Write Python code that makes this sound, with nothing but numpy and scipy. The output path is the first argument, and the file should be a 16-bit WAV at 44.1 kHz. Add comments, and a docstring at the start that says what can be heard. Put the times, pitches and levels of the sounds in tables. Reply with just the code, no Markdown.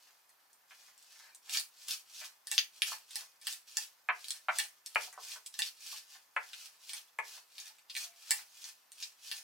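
"""A hand stone rocks over garlic, ginger and chili on a flat stone slab in a small earthen kitchen.
Soft cloth rustle and handling noise fill the first 1.4 s. Then each stroke bursts wet plant cells
and grinds grit; firm pieces snap, and now and then stone knocks dully on stone.
Walls and floor answer closely. A few faint squeaks and a steady hiss lie underneath."""
import sys
import numpy as np
from scipy import signal
from scipy.fft import rfft, irfft
from scipy.io import wavfile

SR = 44100
rng = np.random.default_rng(int(sys.argv[2]) if len(sys.argv) > 2 else 0)


def inscribe(sig):
    """Save sig as 16-bit PCM at rate SR to the path in sys.argv[1].

    A 1-D sig is mono; a 2-D sig holds one channel per row.
    Samples are clipped to [-1, 1] before scaling.
    """
    pcm = np.round(np.clip(np.atleast_2d(sig).T, -1, 1) * 32767)
    wavfile.write(sys.argv[1], SR, pcm.astype(np.int16))


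N = 415863
TIME_S = np.arange(N) / SR

# Spectra of bursting cells, juice and grit: freq_hz, density_db
CRUNCH_SPECTRUM = [(200, -54), (700, -30.5), (1500, -12.5), (2000, -17), (2600, -4.5), (3400, -6.5),
                   (4400, -2.5), (5700, -2), (6900, -5.5), (9000, -8.5), (16000, -16.5)]
JUICE_SPECTRUM = [(1500, -43.5), (5000, -6), (7800, 3.5), (10000, -2), (12000, -9.5), (14000, -10.5),
                  (16000, -11.5)]
GRIND_SPECTRUM = [(100, -28.5), (350, -23.5), (600, -11), (850, 3.5), (1200, -3.5), (1800, 5), (2600, -0.5),
                  (5000, -44)]
# Soft cloth rustle and handling noise (first three rows), then hand stone strokes; before mix gains:
# full_level_s, hold_s, crunch_db, rise_s, juice_re_crunch_db, grind_db
RUSTLES_AND_STROKES = [(0.0, 0.1, -66.5, .1, -3, -67), (0.715, .17, -63.5, 0.087, -4, -62),
                       (1.13, 0.15, -62, 0.45, -1, -57), (1.48, 0.022, -51.5, 0.041, 1, -50),
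                       (1.538, 0.033, -36.5, 0.065, -6, -55.5), (1.82, 0.017, -53.5, 0.13, 1, -73),
                       (1.89, 0.041, -40.5, .04, -1, -59.5), (2.185, 0.062, -47.5, 0.13, -1, -68),
                       (2.519, 0.069, -45, 0.054, -3.5, -66), (2.755, 0.033, -58.5, 0.056, -2, -82),
                       (2.86, 0.061, -40.5, 0.051, -7, -48.5), (3.17, 0.038, -48, 0.11, -9, -54.5),
                       (3.48, 0.036, -44.5, 0.061, -6, -55.5), (3.679, 0.06, -56, .03, -1, -69),
                       (3.78, 0.049, -47.5, .08, -3, -67), (4.19, 0.17, -55, 0.11, -14, -59),
                       (4.55, 0.086, -46.5, 0.063, 2, -52), (5.024, 0.018, -44.5, 0.12, 12, -76),
                       (5.248, 0.09, -48.5, 0.096, -3, -55), (5.6, 0.068, -45, 0.067, -5, -61.5),
                       (5.865, .11, -47, 0.12, -4, -61), (6.125, 0.02, -55, 0.13, 8, -58.5),
                       (6.45, .05, -57.5, 0.13, -4, -66), (6.6, 0.057, -50.5, 0.21, -9, -61.5),
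                       (6.89, 0.085, -49, .11, -4, -59.5), (7.265, 0.1, -51.5, 0.053, -3, -59),
                       (7.6, 0.087, -54, .16, 0, -57.5), (7.97, 0.065, -45, 0.065, -2, -55.5),
                       (8.291, 0.093, -48, 0.16, -11, -52), (8.655, 0.034, -51, 0.27, -2, -60.5),
                       (9.0, 0.062, -51.5, 0.078, 1, -65), (9.28, 0.095, -49, .12, -1, -58.5)]

def rustle_and_crushing():
    """Cloth rustle and handling noise at first; then strokes burst cells, spray juice and grind grit."""
    crunch_db, juice_db, grind_db = gesture_levels(RUSTLES_AND_STROKES)
    cells = grains(rate_hz=5000, spread_db=3.3, clump_db=4)
    droplets = grains(rate_hz=5000, spread_db=4, clump_db=4)
    grit = grains(rate_hz=3600, spread_db=4, clump_db=9) * from_db(grind_db)
    bursting = cells * from_db(crunch_db)
    spray = (.68 * cells + 1.1 * droplets) * from_db(crunch_db + juice_db)
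    crunch = colour(bursting, CRUNCH_SPECTRUM)
    ring = stones(butter(bursting, 3400, "high", order=3), ring_db=6)  # small fractures: high modes
    juice = colour(spray, JUICE_SPECTRUM)
    grind = colour(grit, GRIND_SPECTRUM) + from_db(-6.5) * stones(grit, ring_db=-1.5)
    return from_db(1.85) * crunch + from_db(-12) * ring + from_db(-1) * juice + from_db(-6.5) * grind


def gesture_levels(gestures, size=2000):
    """Crunch, juice and grind in dB: the strongest gesture leads; squashed pulp crackles on, wetter."""
    rest_db = [-75, -81, -74.5]  # stone shifting on the pulp between strokes
    usual_crunch_db, usual_crackle_db, crackle_share = -48, -62, .22
    crackle_wetness_db, swell_db_per_s = 5, 58
    grind_lag_s = .013
    t = np.linspace(0, N / SR, size)
    levels_db = np.outer(rest_db, np.ones(size))
    for full_s, hold_s, crunch_db, rise_s, juice_db, grind_db in gestures:
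        press_db, relax_db = pressure(t, full_s, hold_s, rise_s)
        lagged_db, _ = pressure(t - grind_lag_s, full_s, hold_s, rise_s)
        crush_db = crunch_db + press_db
        crackle_peak_db = usual_crackle_db + crackle_share * (crunch_db - usual_crunch_db)
        crackle_db = min(crunch_db, crackle_peak_db) + relax_db
        cushion_db = swell_db_per_s * np.clip(full_s + hold_s - t, 0, hold_s)  # thin pulp grinds harder
        gesture_db = [np.maximum(crush_db, crackle_db),
                      juice_db + np.maximum(crush_db, crackle_db + crackle_wetness_db),
                      grind_db - cushion_db + lagged_db]
        levels_db = np.maximum(levels_db, gesture_db)
    return [np.interp(TIME_S, t, level_db) for level_db in levels_db]


def pressure(t, full_s, hold_s, rise_s):
    """Two envelopes in dB re full pressure: the hand lets go fast, the pulp relaxes slowly."""
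    bear_down_db, release_db_per_s, relax_db_per_s = 20, 315, 75
    early_s = np.maximum(full_s - t, 0)
    late_s = np.maximum(t - full_s - hold_s, 0)
    rise_db = -bear_down_db * early_s / max(rise_s, .01)
    return rise_db - release_db_per_s * late_s, rise_db - relax_db_per_s * late_s


# Faint handling ticks before 1.4 s, then firm pieces breaking; before mix gain:
# break_s, level_db, pitch_hz, splinter_re_crack_db, jolt_re_crack_db, tear_s
TICKS_AND_SNAPS = [(0.293, -67, 6500, 10, 6, .0011), (0.531, -65.5, 6500, 8, -18, 0.0029),
                   (0.9784, -64.5, 6500, 7, -19, 0.00067), (1.026, -64.5, 6450, 5, -19, .001),
                   (1.348, -56.5, 6550, 9, -27, 0.0023), (1.4955, -46.5, 4520, -0.5, -17, 0.00089),
                   (1.5471, -39, 4160, -6, -11, 0.0038), (1.5724, -34.5, 5070, -15, -16, 0.00079),
                   (1.5978, -41.5, 5000, 0, -32, .001), (1.884, -44, 5500, 2, -14, 0.00081),
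                   (1.9096, -40, 5540, -5.5, -26, 0.00077), (2.4711, -45.5, 6000, 1.5, -10.5, 0.0023),
                   (2.5153, -35, 6660, 1, -7, 0.00033), (2.5803, -26, 4980, -10, -21, 0.00029),
                   (2.8202, -30, 4400, -5.5, -13.5, 0.00026), (3.108, -53, 4250, 0, -25, 0.0046),
                   (3.157, -39, 7000, -1, -8, .0013), (3.414, -58.5, 5500, 0, -8, 0.0032),
                   (3.4697, -37, 4870, -.5, -8.5, 0.00086), (3.5264, -45.5, 5830, 2.5, -17, .0017),
                   (3.7703, -33, 6700, -2, -13, 0.001), (4.2436, -50, 4500, -4, -25, 0.0014),
                   (4.284, -46, 5550, 0, -31, 0.0012), (4.306, -38, 6400, -1, -18.5, 0.0024),
                   (4.586, -31.5, 6600, 2, -2, 0.0013), (4.6, -39.5, 4000, -21, -18, 0.0081),
                   (4.8613, -46.5, 6160, .5, -19, 0.003), (4.948, -49.5, 5130, 0, -21, .0017),
                   (5.3163, -48, 4220, -6, -22, 0.004), (5.462, -47, 6900, 1.5, -38, 0.0044),
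                   (5.5404, -50.5, 5300, -3.5, -12, 0.0023), (5.5907, -36, 4500, 2.5, 0, 0.0017),
                   (5.6204, -34.5, 4160, -31, -31, .0008), (6.5327, -48.5, 3230, -8, -30, .005),
                   (6.894, -48, 4700, -3, -19, 0.0041), (6.9334, -44, 5870, 2, -8.5, 0.0023),
                   (6.981, -56.5, 4840, -4, -24, 0.0003), (7.582, -49.5, 5000, -6, -12, 0.00079),
                   (7.601, -50, 6050, -6.5, -25, 0.0026), (7.785, -65.5, 3070, 1, -3, 0.0017),
                   (7.8983, -47.5, 4340, -7.5, -25, 0.0062), (7.9518, -44, 3100, -5.5, 0, 0.00068),
                   (7.9654, -40.5, 3830, -1.5, -1.5, 0.00064), (8.3079, -28, 6460, 2.5, -5, 0.00068),
                   (8.642, -48.5, 5830, -20, -7, .0012), (8.919, -55, 7100, 3.5, -11, 0.0015),
                   (9.0258, -41.5, 5040, -32, -36, 0.0074), (9.3147, -40, 4500, -5, -6, 0.00032)]

def snaps():
    """After the opening ticks, firm pieces strain, crack at a pitch set by size and jolt the stones."""
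    out = np.zeros(N)
    lead_samples = 800
    before_s = np.arange(-lead_samples, 0) / SR
    for break_s, level_db, pitch_hz, splinter_db, jolt_db, tear_s in TICKS_AND_SNAPS:
        # Slow tears build slowly; brittle pieces break without warning.
        strain = unit_energy(rng.standard_normal(lead_samples) * np.exp(before_s / (1.3 * tear_s)))
        force = np.concatenate([from_db(-11.5) * strain, burst(tear_s, flurry_db=8)])
        band_hz = [.62 * min(pitch_hz, 5500), 1.25 * min(pitch_hz, 6500)]
        crack = unit_energy(butter(force, band_hz, "band"))
        splinters = from_db(splinter_db) * unit_energy(colour(force, JUICE_SPECTRUM))
        jolt = from_db(jolt_db) * unit_energy(stones(butter(force, 1190, "high"), ring_db=9.5))
        add(out, break_s - lead_samples / SR, at_level(crack + splinters + jolt, level_db))
    return out


# Stone on stone: start_s, level_db, hardness_hz, settle_s, tick_re_knock_db
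STONE_KNOCKS = [(0.709, -54.5, 3020, 0.019, -20), (2.213, -48, 2290, 0.034, -25),
                (2.919, -44, 970, 0.0033, -32), (3.214, -61, 970, 0.01, -29),
                (4.088, -26.5, 1970, 0.011, -44), (4.485, -27.5, 1953, 0.0057, -36),
                (4.9581, -25.5, 1930, 0.0019, -26), (5.073, -57, 684, 0.0097, -28),
                (5.129, -55.5, 1630, 0.02, 2), (5.177, -46.5, 850, 0.0065, -35),
                (5.359, -54, 1190, 0.0097, -25), (5.928, -55, 950, 0.0072, -30),
                (6.364, -29, 1900, 0.005, -30.5), (7.188, -32, 1910, 0.0041, -21.5),
                (7.375, -61.5, 955, 0.0022, -23)]

def knocks():
    """The hand stone pinches the pulp, lands and settles; more pulp makes a softer, duller contact."""
    out = np.zeros(N)
    for start_s, level_db, hardness_hz, settle_s, tick_db in STONE_KNOCKS:
        contact = burst(settle_s, flurry_db=8, size=8192)
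        force = butter(contact, 1.194 * hardness_hz, "low", order=5)
        pulp_tick = colour(burst(decay_s=.004, flurry_db=-4), JUICE_SPECTRUM)
        add(out, start_s, at_level(stones(force, ring_db=-7.5), level_db))
        add(out, start_s - .001, at_level(pulp_tick, level_db + tick_db))
    return out


# Stone resonances: freq_hz, relative_db
RING_MODES = [(527, -20.5), (727, -18.5), (840, -1), (943, -13.5), (1040, -9.5), (1090, -11.5), (1213, -12),
              (1475, -21.5), (1768, 8), (1926, 4), (2060, -3), (2288, 6), (2615, -2.5), (2720, 4.5),
              (4060, -17), (4350, 10.5), (5207, -20.5), (8380, -2.5)]
# Contact clack: freq_hz, density_db
CLACK_SPECTRUM = [(40, -56.5), (130, -36.5), (280, -38.5), (420, -20), (560, -14), (760, -4.5), (980, 1),
                  (1400, -2), (1800, 3.5), (2800, 1), (4500, -6.5), (9000, -35.5)]

def stones(force, ring_db, t60_s=.066, size=8192):
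    """Slab and hand stone answer a force with a clack and a ring; hand and pulp damp all modes alike."""
    t = np.arange(size) / SR
    modes = sum((-1) ** k * from_db(db) * np.sin(2 * np.pi * hz * t)
                for k, (hz, db) in enumerate(RING_MODES))
    ring = unit_energy(modes * from_db(-60 * t / t60_s))
    return colour(force, CLACK_SPECTRUM) + from_db(ring_db) * convolve(force, ring)


# Faint squeaks: start_s, length_s, pitch_hz, level_db, waver_share
FAINT_SQUEAKS = [(1.315, .03, 2400, -68, .03), (7.075, .025, 3400, -67, .05), (8.0, .2, 692, -69.5, .015),
                 (8.108, .05, 2200, -65, .09)]

def squeaks():
    """Short, wavering notes that swell and fade."""
    out = np.zeros(N)
    for start_s, length_s, pitch_hz, level_db, waver_share in FAINT_SQUEAKS:
        progress = np.clip((TIME_S - start_s) / length_s, 0, 1)
        swell = np.sqrt(np.sin(np.pi * progress).clip(0))
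        wavering_hz = pitch_hz * (1 + waver_share * drift(pitch_hz / 6))
        phase = 2 * np.pi * np.cumsum(wavering_hz) / SR
        out += from_db(level_db + 3 * drift(40)) * swell * np.sin(phase)
    return out


def kitchen(direct, tail_db, build_s, spots):
    """Direct sound plus reflections, which change as the hand travels over the slab."""
    travel_hz = 1.3
    place = (spots - 1) * (.5 + .5 * np.sin(2 * np.pi * travel_hz * TIME_S + drift(3)))
    wet, energy = np.zeros((2, N)), 0
    for spot in range(spots):
        response = reflections(tail_db, build_s)
        nearness = np.sqrt(np.clip(1 - np.abs(place - spot), 0, 1))
        wet += [convolve(direct * nearness, side) for side in response]
        energy += np.sum(response ** 2) / (2 * spots)
    return (direct + wet) / np.sqrt(1 + energy)


# Room decay: freq_hz, t60_s
KITCHEN_DECAY = [(200, 0.48), (900, 0.1936), (2000, 0.2233), (3500, 0.16), (7000, 0.1857), (15000, 0.28)]
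# Near surfaces: delay_s, gain_db
NEAR_ECHOES = [(.0052, -10), (.0064, -13), (.0085, -6), (0.0132, -6), (0.0164, -18)]

def reflections(tail_db, build_s, size=14000):
    """Stereo room response to one spot: near echoes and a dense tail that dies band by band."""
    onset = 1 - np.exp(-np.arange(size) / SR / build_s)
    freq_hz, frame_s, bands = signal.stft(stereo_noise(size), SR, nperseg=256)
    decay = from_db(-60 * frame_s / at_hz(KITCHEN_DECAY, freq_hz)[:, None])
    tail = signal.istft(bands * decay, SR)[1][:, :size]
    response = np.array([from_db(tail_db) * unit_energy(side * onset) for side in tail])
    for delay_s, gain_db in NEAR_ECHOES:
        spot_offset_s = rng.normal(0, .0004)
        side_offsets_s = rng.normal(0, .00006, 2)
        arrival_s = np.abs(delay_s + spot_offset_s + side_offsets_s)
        response[[0, 1], (arrival_s * SR).astype(int)] += from_db(gain_db)
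    return response


# Background hiss: freq_hz, density_db
HISS_SPECTRUM = [(18, -61), (30, -25), (112, -18.5), (384, -10), (721, -1.5), (1010, 2), (6210, -15),
                 (11100, -9), (14800, -4), (16000, -29.5)]

def hiss(level_db):
    """Steady, broad stereo noise."""
    noise = np.array([colour(side, HISS_SPECTRUM) for side in stereo_noise(N)])
    return from_db(level_db) * unit_rms(noise)


# Left-right likeness: freq_hz, correlation
STEREO_LIKENESS = [(200, 0.91), (700, 0.34), (1500, 0.1), (4000, 0.045), (14000, 0.23)]

def stereo_noise(size):
    """Noise alike on both sides in the bass, mostly independent in the treble."""
    alike = np.clip(at_hz(STEREO_LIKENESS, np.fft.rfftfreq(size, 1 / SR)), 0, 1)
    mid, side = rfft(rng.standard_normal((2, size)))
    return irfft(np.sqrt(1 + alike) * mid + np.sqrt(1 - alike) * side * [[1], [-1]], size)


def grains(rate_hz, spread_db, clump_db):
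    """Tiny random clicks in clumps, mostly small, a few large; mean power 1."""
    sizes = from_db(spread_db * np.minimum(rng.exponential(1, N), 5))
    signs = rng.choice([-1, 1], N)
    clumps = from_db(clump_db * np.tanh(drift(220)))
    hits = rng.random(N) < rate_hz / SR
    return unit_rms(sizes * signs * hits * clumps)


def burst(decay_s, flurry_db, size=4096):
    """One sharp break or contact, then a dying flurry of smaller ones."""
    t = np.arange(size) / SR
    flurry = rng.standard_normal(size) * rng.exponential(1, size) * np.exp(-t / decay_s)
    return (t == 0) + from_db(flurry_db) * unit_energy(flurry)


def drift(rate_hz):
    """Smooth random curve, spread near 1."""
    steps = rng.standard_normal(16384)
    return np.interp(TIME_S * rate_hz, np.arange(len(steps)), steps)


def colour(x, spectrum, size=4096):
    """Minimum-phase filter; white noise keeps its power."""
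    gain = from_db(at_hz(spectrum, np.fft.rfftfreq(size, 1 / SR)))
    cepstrum = irfft(np.log(gain))
    cepstrum[1:size // 2] *= 2
    cepstrum[size // 2 + 1:] = 0
    response = irfft(np.exp(rfft(cepstrum)))
    return convolve(x, unit_energy(response))


def butter(x, cutoff_hz, kind, order=2):
    return signal.sosfilt(signal.butter(order, cutoff_hz, kind, fs=SR, output="sos"), x + 1e-18)


def convolve(x, response):
    return signal.oaconvolve(x, response)[:len(x)]


def lag(x, samples):
    """Fractional all-pass delay."""
    a = (1 - samples) / (1 + samples)
    return signal.lfilter([a, 1], [1, a], x)


def add(track, start_s, sound):
    start = int(round(start_s * SR))
    track[start:start + len(sound)] += sound[:N - start]


def at_hz(table, freq_hz):
    """Interpolate along log frequency."""
    knots_hz, values = np.transpose(table)
    return np.interp(np.log(freq_hz + 1), np.log(knots_hz), values)


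def at_level(x, level_db):
    """Set the level of a sound's energy spread over 20 ms."""
    return unit_energy(x) * from_db(level_db) * np.sqrt(.02 * SR)


def from_db(db):
    return 10 ** (np.asarray(db) / 20)


def unit_rms(x):
    return x / np.sqrt(np.mean(x ** 2) + 1e-20)


def unit_energy(x):
    return x / np.sqrt(np.sum(x ** 2) + 1e-20)


def scene():
    """Rustle, crushing, snaps and knocks in the kitchen, over squeaks and hiss."""
    work = kitchen(rustle_and_crushing() + from_db(3.5) * snaps(), tail_db=1, build_s=.00014, spots=7)
    stone = kitchen(knocks(), tail_db=-.5, build_s=.0005, spots=3)
    mix = work + stone + squeaks()
    mix[0] = lag(mix[0], samples=.47)  # sound reaches the left side later
    return mix + hiss(level_db=-70.6)


def record(dry, low_cut_hz=65, high_cut_hz=15900):
    """Roll off the deep bass and cut the top steeply."""
    steep_lowpass = signal.ellip(10, .2, 70, high_cut_hz, fs=SR, output="sos")
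    return signal.sosfilt(steep_lowpass, butter(dry, low_cut_hz, "high"))


dry = scene()
out = record(dry)
inscribe(out)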